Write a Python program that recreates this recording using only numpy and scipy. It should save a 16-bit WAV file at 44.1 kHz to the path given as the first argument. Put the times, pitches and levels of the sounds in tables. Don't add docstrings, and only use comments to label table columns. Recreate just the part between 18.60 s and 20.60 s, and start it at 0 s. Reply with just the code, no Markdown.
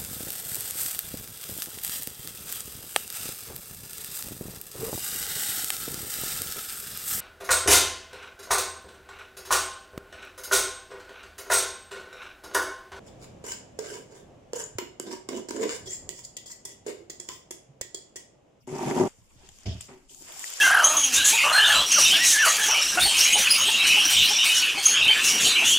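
import sys
import numpy as np
from scipy import signal
from scipy.io import wavfile

SR = 44100
rng = np.random.default_rng(int(sys.argv[2]) if len(sys.argv) > 2 else 0)


def unload_audio(sound):
    columns = np.transpose(np.atleast_2d(sound))
    steps = np.round(np.clip(columns, -1, 1) * 32767)
    wavfile.write(sys.argv[1], SR, steps.astype(np.int16))


def ratio(d):
    e = np.asarray(d, float) / 20
    return 10 ** e


N = 88200
SCENE_CHANGE_S, FADE_S = 0.4837, 0.0094
PORT_HZ = 7100


def rms_one(x):
    return x / np.sqrt(np.mean(x ** 2) + 1e-20)


def in_time(rows):
    s, *columns = np.transpose(rows)
    return [np.interp(np.arange(N) / SR, s, c) for c in columns]


def at_hz(points, hz):
    point_hz, value = np.transpose(points)
    return np.interp(np.log(hz), np.log(point_hz), value)


def butter(x, order, hz, kind="low"):
    return signal.sosfilt(signal.butter(order, hz, kind, fs=SR, output="sos"), x)


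def resonance(x, hz, q):
    return signal.lfilter(*signal.iirpeak(hz, q, fs=SR), x)


def dying(start_s, t60_s):
    t = np.arange(N) / SR - start_s
    return (t > 0) * ratio(-60 * np.maximum(t, 0) / t60_s)


def drift(rate_hz):
    r = np.exp(-80 * np.pi * rate_hz / SR)
    white = rng.standard_normal(N // 40 + 2002)
    slow = signal.lfilter([1], [1, -2 * r, r * r], white)[2000:]
    return np.interp(np.arange(N) / 40, np.arange(len(slow)), rms_one(slow))


def grains(rate_per_s, smooth):
    born = rng.random((2, 1, N)) < rate_per_s * ratio(3.0 * drift(25)) / SR
    sizes = born * ratio(3.0 * np.minimum(rng.exponential(1, (2, 1, N)), 3.0))
    return rng.standard_normal((2, 2, N)) * np.sqrt(smooth ** 2 + rms_one(sizes) ** 2)


# frequency_hz, likeness [-1 to 1]
COHERENCE = [(60, 0.21), (180, 0.24), (550, 0.53), (1650, 0.024), (4970, 0.013), (15000, -0.22)]


def coloured(white, spectrum, patchy_db, tilt_db=0):
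    first_hz, last_hz = spectrum[0][0], spectrum[-1][0]
    count = 3 * int(np.log2(last_hz / first_hz)) + 3
    edges = np.geomspace(first_hz, min(last_hz, 17500), count)
    out = 0
    for k, (low, high) in enumerate(zip(edges, edges[1:])):
        mid, side = butter(white[k % 2], 2, [low, high], "band")
        hz = np.sqrt(low * high)
        alike = np.clip(at_hz(COHERENCE, hz), -1, 1)
        gain = ratio(at_hz(spectrum, hz) + patchy_db * drift(15.6) + tilt_db * np.log2(hz / PORT_HZ))
        out = out + gain * (np.sqrt(1 + alike) * mid + np.sqrt(1 - alike) * side * [[1], [-1]])
    return rms_one(out)


def ring(force, hz, t60_s, blows):
    r, w = ratio(-60 / (t60_s * SR)), 2 * np.pi * hz / SR
    kept = 0.61
    parts, state = [], np.zeros((2, 2))
    for part in np.split(force + 1e-18, blows, axis=1):
        rung, state = signal.lfilter([0, np.sin(w)], [1, -2 * r * np.cos(w), r * r], part, zi=state * kept)
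        parts.append(rung)
    return np.concatenate(parts, axis=1)


# frequency_hz, side_to_mid_db
BODY_SIDE = [(60, -9.5), (240, -6.5), (950, -5.5), (3770, -14), (15000, 1)]


def strike(modes, hits, spread_db, cut_hz, chatter):
    s, db, tilt_db = np.transpose(hits)
    at = (s * SR).astype(int)
    out = np.zeros((2, N))
    for k, (hz, level_db, t60_s) in enumerate(modes):
        force = chatter * rng.standard_normal((2, N))
        draw = rng.standard_normal((len(s), 2))
        blow_db = db + tilt_db * np.log2(hz / 300)
        force[0, at] += ratio(blow_db + spread_db * draw[:, 0])
        force[1, at] += ratio(blow_db) * draw[:, 1]
        polarity = -1 if k % 2 or hz < 450 else 1
        mid, side = ring(force, hz, t60_s, np.sort(at)) * ratio(level_db) * polarity
        out += mid + ratio(at_hz(BODY_SIDE, hz) - 4.5) * side * [[1], [-1]]
    lag_s = 0.00011
    out[0] = np.interp(np.arange(N) - lag_s * SR, np.arange(N), out[0])
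    return butter(out, 4, cut_hz, "high")


def snaps(rows):
    t = np.arange(SR // 4) / SR
    out = np.zeros((2, N + SR))
    noise = rng.standard_normal((len(rows), 2, len(t)))
    for (s, db, pan_db, hz, t60_s), (mid, side) in zip(rows, noise):
        click = 1.07 * (t == 0)
        burst = (mid + 0.64 * side * [[1], [-1]]) * ratio(-60 * t / t60_s) + click
        broad = butter(butter(burst, 1, 900, "high"), 2, min(1.14 * hz, SR * .45))
        pitched = 5.74 * np.sqrt(PORT_HZ / hz) * resonance(burst, hz, 8.8)
        gain = ratio(db - 12.5 + np.array([[pan_db], [-pan_db]]) / 2)
        start = int(s * SR)
        out[:, start:start + len(t)] += (broad + pitched) * gain
    return out[:, :N]


# time_s, level_db
AIR_GAIN = [
    (0, -59),
    (.6, -61.5),
    (.85, -55.5),
    (1.4, -63.5),
    (1.65, -61.5),
    (2, -68),
]
# frequency_hz, density_db [dB per Hz]
AIR_SPECTRUM = [(15, 3.5), (25, 1.5), (258, -14), (338, -14.5), (963, -23.5), (1040, -20), (1480, -35),
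                (2970, -28.5), (15300, -44)]


def room_air():
    white = rng.standard_normal((2, 2, N))
    return ratio(in_time(AIR_GAIN)[0]) * coloured(white, AIR_SPECTRUM, 5.5)


# time_s, crackle_db, sheet_relative_db, brightness_db_per_octave
HANDLING = [(.485, -51, -6, 5.5), (.53, -64, -4.5, 5), (.68, -68, -11, 7), (.86, -60.5, -2, -1),
            (.93, -58.5, -15, 4.5), (1.04, -60, -4.5, 1.5), (1.2, -59.5, -3, 4), (1.215, -45.5, -22, 3),
            (1.28, -56, -9, 4), (1.289, -56, 3.5, 0), (1.4, -68.5, 2, 6), (1.48, -69.5, -5, 1.5),
            (1.5, -51, -58, 5.5), (1.6, -50, -20.5, 10), (1.69, -47, -3.5, 6.5), (1.77, -44, -8.5, 7.3),
            (1.81, -38.5, -12, 7.5), (2, -39, -10, 4)]
# frequency_hz, density_db [dB per Hz]
EDGE_SPECTRUM = [(880, -81), (1500, -21), (3050, -2.5), (4000, -4.5), (5200, -4.5), (5960, -10),
                 (7170, -6.5), (9230, -17), (15300, -29)]
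# frequency_hz, density_db [dB per Hz]
SHEET_SPECTRUM = [(180, -44.5), (300, -13), (370, -31), (440, -4), (2200, -2), (2860, -5), (4840, -120)]


def rustle():
    crackle_db, sheet_db, tilt_db = in_time(HANDLING)
    after = np.arange(N) / SR > SCENE_CHANGE_S - FADE_S
    crackle = coloured(grains(3000, 1.0), EDGE_SPECTRUM, 1.5, tilt_db) * ratio([[.6], [-.6]])
    sheets = coloured(grains(1400, 1.07), SHEET_SPECTRUM, 0.87) * ratio(sheet_db)
    return after * ratio(crackle_db) * (crackle + sheets)


# start_s, peak_db, left_right_db, pitch_hz, t60_s
CREASES = [(.874, -60, -2, 2490, 0.0082), (.8895, -33.5, 12, 6900, 0.0055), (.8905, -33.5, 8, 3300, 0.013),
           (.987, -33, 10.5, 6700, 0.0039), (1.005, -46, 3, 6200, .03), (1.028, -49, 4, 5940, .005),
           (1.033, -39, 9, 4940, 0.022), (1.065, -43, 9, 3500, 0.0073), (1.068, -34, 8, 3700, 0.013),
           (1.072, -34, 0, 5140, 0.0067), (1.206, -34.5, -6, 2870, 0.036),
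           (1.2085, -31.5, -9, 3130, 0.0061), (1.2095, -26, 4.5, 7560, 0.014), (1.288, -47, 0, 1100, 0.093),
           (1.487, -57, 14, 7100, 0.019), (1.508, -57, -2, 384, .2), (1.61, -60, 0, 540, .2),
           (1.612, -52, 0, 253, 0.19), (1.702, -49, -2, 375, .4), (1.495, -42.5, 11, 3110, 0.013),
           (1.517, -49, 8, 6960, 0.021), (1.547, -37, 8, 6500, 0.012), (1.586, -53, -19, 7360, .015),
           (1.622, -36.5, 9, 6470, .015), (1.697, -36.5, -8, 640, 0.036), (1.721, -27, 9, 3530, 0.0041),
           (1.724, -43, 18, 14500, .04), (1.762, -35.5, 4, 790, 0.024), (1.794, -26, -5, 7300, 0.011),
           (1.8415, -22, 7, 1920, 0.0087), (1.842, -28.5, 9, 7750, 0.022), (1.852, -30, 8, 11300, .008),
           (1.902, -28, 6, 12500, 0.011), (1.937, -25.5, 11, 7350, 0.011), (1.974, -26, -2, 7200, 0.0081)]


def creases():
    return snaps(CREASES)


SLAP_S, SLAP_DB = 1.057, -37
# frequency_hz, density_db [dB per Hz]
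SLAP_SPECTRUM = [(880, -31), (1500, -12.5), (2430, -8.5), (3470, 2), (4090, -4.5), (5100, -1.5),
                 (10500, -52), (15000, -47)]


def slap():
    rise_s, t60_s = 0.0016, 0.47
    shape = dying(SLAP_S, t60_s) - dying(SLAP_S, rise_s * 7)
    return ratio(SLAP_DB) * shape * coloured(grains(1300, 1.8), SLAP_SPECTRUM, 2.8)


# start_s, peak_db, brightness_db_per_octave
STACK_KNOCKS = [
    (.585, -53, -4.5),
    (.76, -54.5, -5),
    (.8, -75, 3),
    (1.055, -42, -4),
    (1.064, -37.5, -8),
    (1.084, -36, -10.5),
    (1.095, -32, -6.5),
    (1.152, -34.5, -4.5),
    (1.19, -40.5, -1.5),
]
# frequency_hz, level_db, t60_s
TABLE_MODES = [(39.8, -16, 0.15), (83.7, -4.5, 0.14), (114.7, -3, .16), (174, -4, 0.076),
               (250, -11.5, 0.087), (387, -12.5, 0.074), (620, -17, 0.12), (656, -6, 0.036),
               (906, -17.5, 0.032)]


def table_knocks():
    shudder = ratio(SLAP_DB - 17) * dying(SLAP_S, 0.39)
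    table = strike(TABLE_MODES, np.add(STACK_KNOCKS, [0, -4, 0]), 1.5, 67, shudder)
    return butter(table, 1, 690)


# start_s, peak_db, brightness_db_per_octave
HAND_BUMPS = [(0.579, -66.5, -8), (0.832, -55.5, -10), (1.287, -48, 1), (1.292, -49.5, -9),
              (1.3, -58.5, -20), (1.315, -66, 10), (1.328, -70, -1), (1.347, -63, -3), (1.377, -61.5, 1),
              (1.506, -60, -10), (1.608, -54.5, -4)]
# frequency_hz, level_db, t60_s
BOARD_MODES = [(116, -42.5, 0.72), (148.7, -13.5, 0.15), (206, -20, 0.22), (266.3, -5.5, 0.12),
               (327, -9.5, 0.04), (374.2, -2.5, 0.19), (396, -16.5, 0.05), (594, -12, 0.037),
               (644, -13.5, 0.07), (743.6, -13.5, 0.1), (806, -12.5, 0.069), (930.6, -9.5, 0.095),
               (1060, -37, 0.038), (1168, -20.5, 0.07)]


def board_bumps():
    drag = ratio(np.minimum(in_time(HANDLING)[0], -46) - 43.5) * (np.arange(N) > 1.5 * SR)
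    tremble = sum(ratio(db - 24.5) * dying(s, 0.26) for s, db, _ in HAND_BUMPS)
    damped = np.multiply(BOARD_MODES, [1, 1, 0.56])
    return strike(damped, HAND_BUMPS, 1.5, 120, drag + tremble)


# time_s, board_db, hiss_relative_db
BLADE_STROKE = [
    (.07, -44, -10.5),
    (.12, -34, -13),
    (.2, -35, -7),
    (.28, -25, -12.5),
    (.345, -24, -16),
    (.41, -20, -16.5),
    (.445, -20, -22),
    (.475, -21, -20),
]
# start_s, peak_db, brightness_db_per_octave
BLADE_SLIPS = [(0.075, -25, 1), (0.083, -28, -3), (0.099, -25, -8), (0.126, -17, -9.5), (0.139, -24, -3),
               (0.147, -24, 3), (0.159, -18, -0.8), (0.169, -37, 9.5), (0.189, -23, 8), (0.209, -22, 5),
               (0.229, -18.5, 6), (0.257, -20, -16), (0.272, -12, -4), (0.3118, -12, 2.2), (0.365, -9, 0),
               (0.377, -12.5, 4.5), (0.399, -5.5, -3.5), (0.41, -5, 0.5), (0.418, -15, -9),
               (0.427, -35, 11), (0.436, -6, -2.5), (0.446, -19, 3), (0.456, -15, -4.5), (0.464, -24, -3)]
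# start_s, peak_db, left_right_db, pitch_hz, t60_s
FIBRE_TEARS = [(.075, -45, 11, 7100, 0.047), (.088, -45.5, 11, 2110, 0.047), (.153, -35, 5, 5200, 0.023),
               (.184, -32.5, 2, 5560, 0.025), (.229, -32, 0, 5400, 0.03), (.31, -26.5, 7, 2130, 0.038),
               (.311, -38, 3, 7000, .02), (.352, -32, 4, 7100, .02), (.374, -36, 9, 7000, 0.014),
               (.388, -31.5, 2, 7000, 0.0088), (.399, -34, 8, 2200, 0.028), (.417, -43, -6, 7000, .01),
               (.435, -32, 2, 5350, 0.017), (.453, -31.5, 9, 5200, 0.017), (.474, -41.5, -10, 6700, 0.03)]
# frequency_hz, density_db [dB per Hz]
SHEAR_SPECTRUM = [(760, 7.5), (1300, -2.5), (2180, -2), (2410, -2.5), (2820, -4.5), (4260, -7),
                  (7280, -8.5), (8590, -11.5), (15300, -26)]


def cut():
    t = np.arange(N) / SR
    board_db, hiss_db = in_time(BLADE_STROKE)
    on = t > BLADE_STROKE[0][0]
    small_slips = (rng.random(N) < 620 / SR) * ratio(board_db - 10) * on
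    board = strike(BOARD_MODES, np.add(BLADE_SLIPS, [0, -10.5, 0]), 2.0, 130, small_slips)
    board = butter(board, 2, 1430)
    cracks = sum(ratio(db - 41) * dying(s, 0.011) for s, db, _ in BLADE_SLIPS)
    shear = coloured(grains(1300, 1.08), SHEAR_SPECTRUM, 1.5)
    hiss = (ratio(board_db + hiss_db) * on + cracks) * shear
    return (board + hiss + snaps(FIBRE_TEARS)) * np.clip((SCENE_CHANGE_S - t) / FADE_S, 0, 1)


def scene():
    return room_air() + rustle() + creases() + slap() + table_knocks() + board_bumps() + cut()


def top_cut(x):
    return signal.sosfilt(signal.butter(12, 16430, fs=SR, output="sos"), x)


def record(dry):
    port = resonance(dry, PORT_HZ, PORT_HZ / 720)
    dip = 0.6 * resonance(dry, 4110, 4110 / 1220)
    edge = resonance(dry, 15800, 15800 / 500) * [[1.23], [0.36]]
    low_pass = signal.cheby2(16, 50, 15800, fs=SR, output="sos")
    mix = signal.sosfilt(low_pass, dry + port + edge - dip)
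    return top_cut(mix)


dry = scene()
out = record(dry)
unload_audio(out)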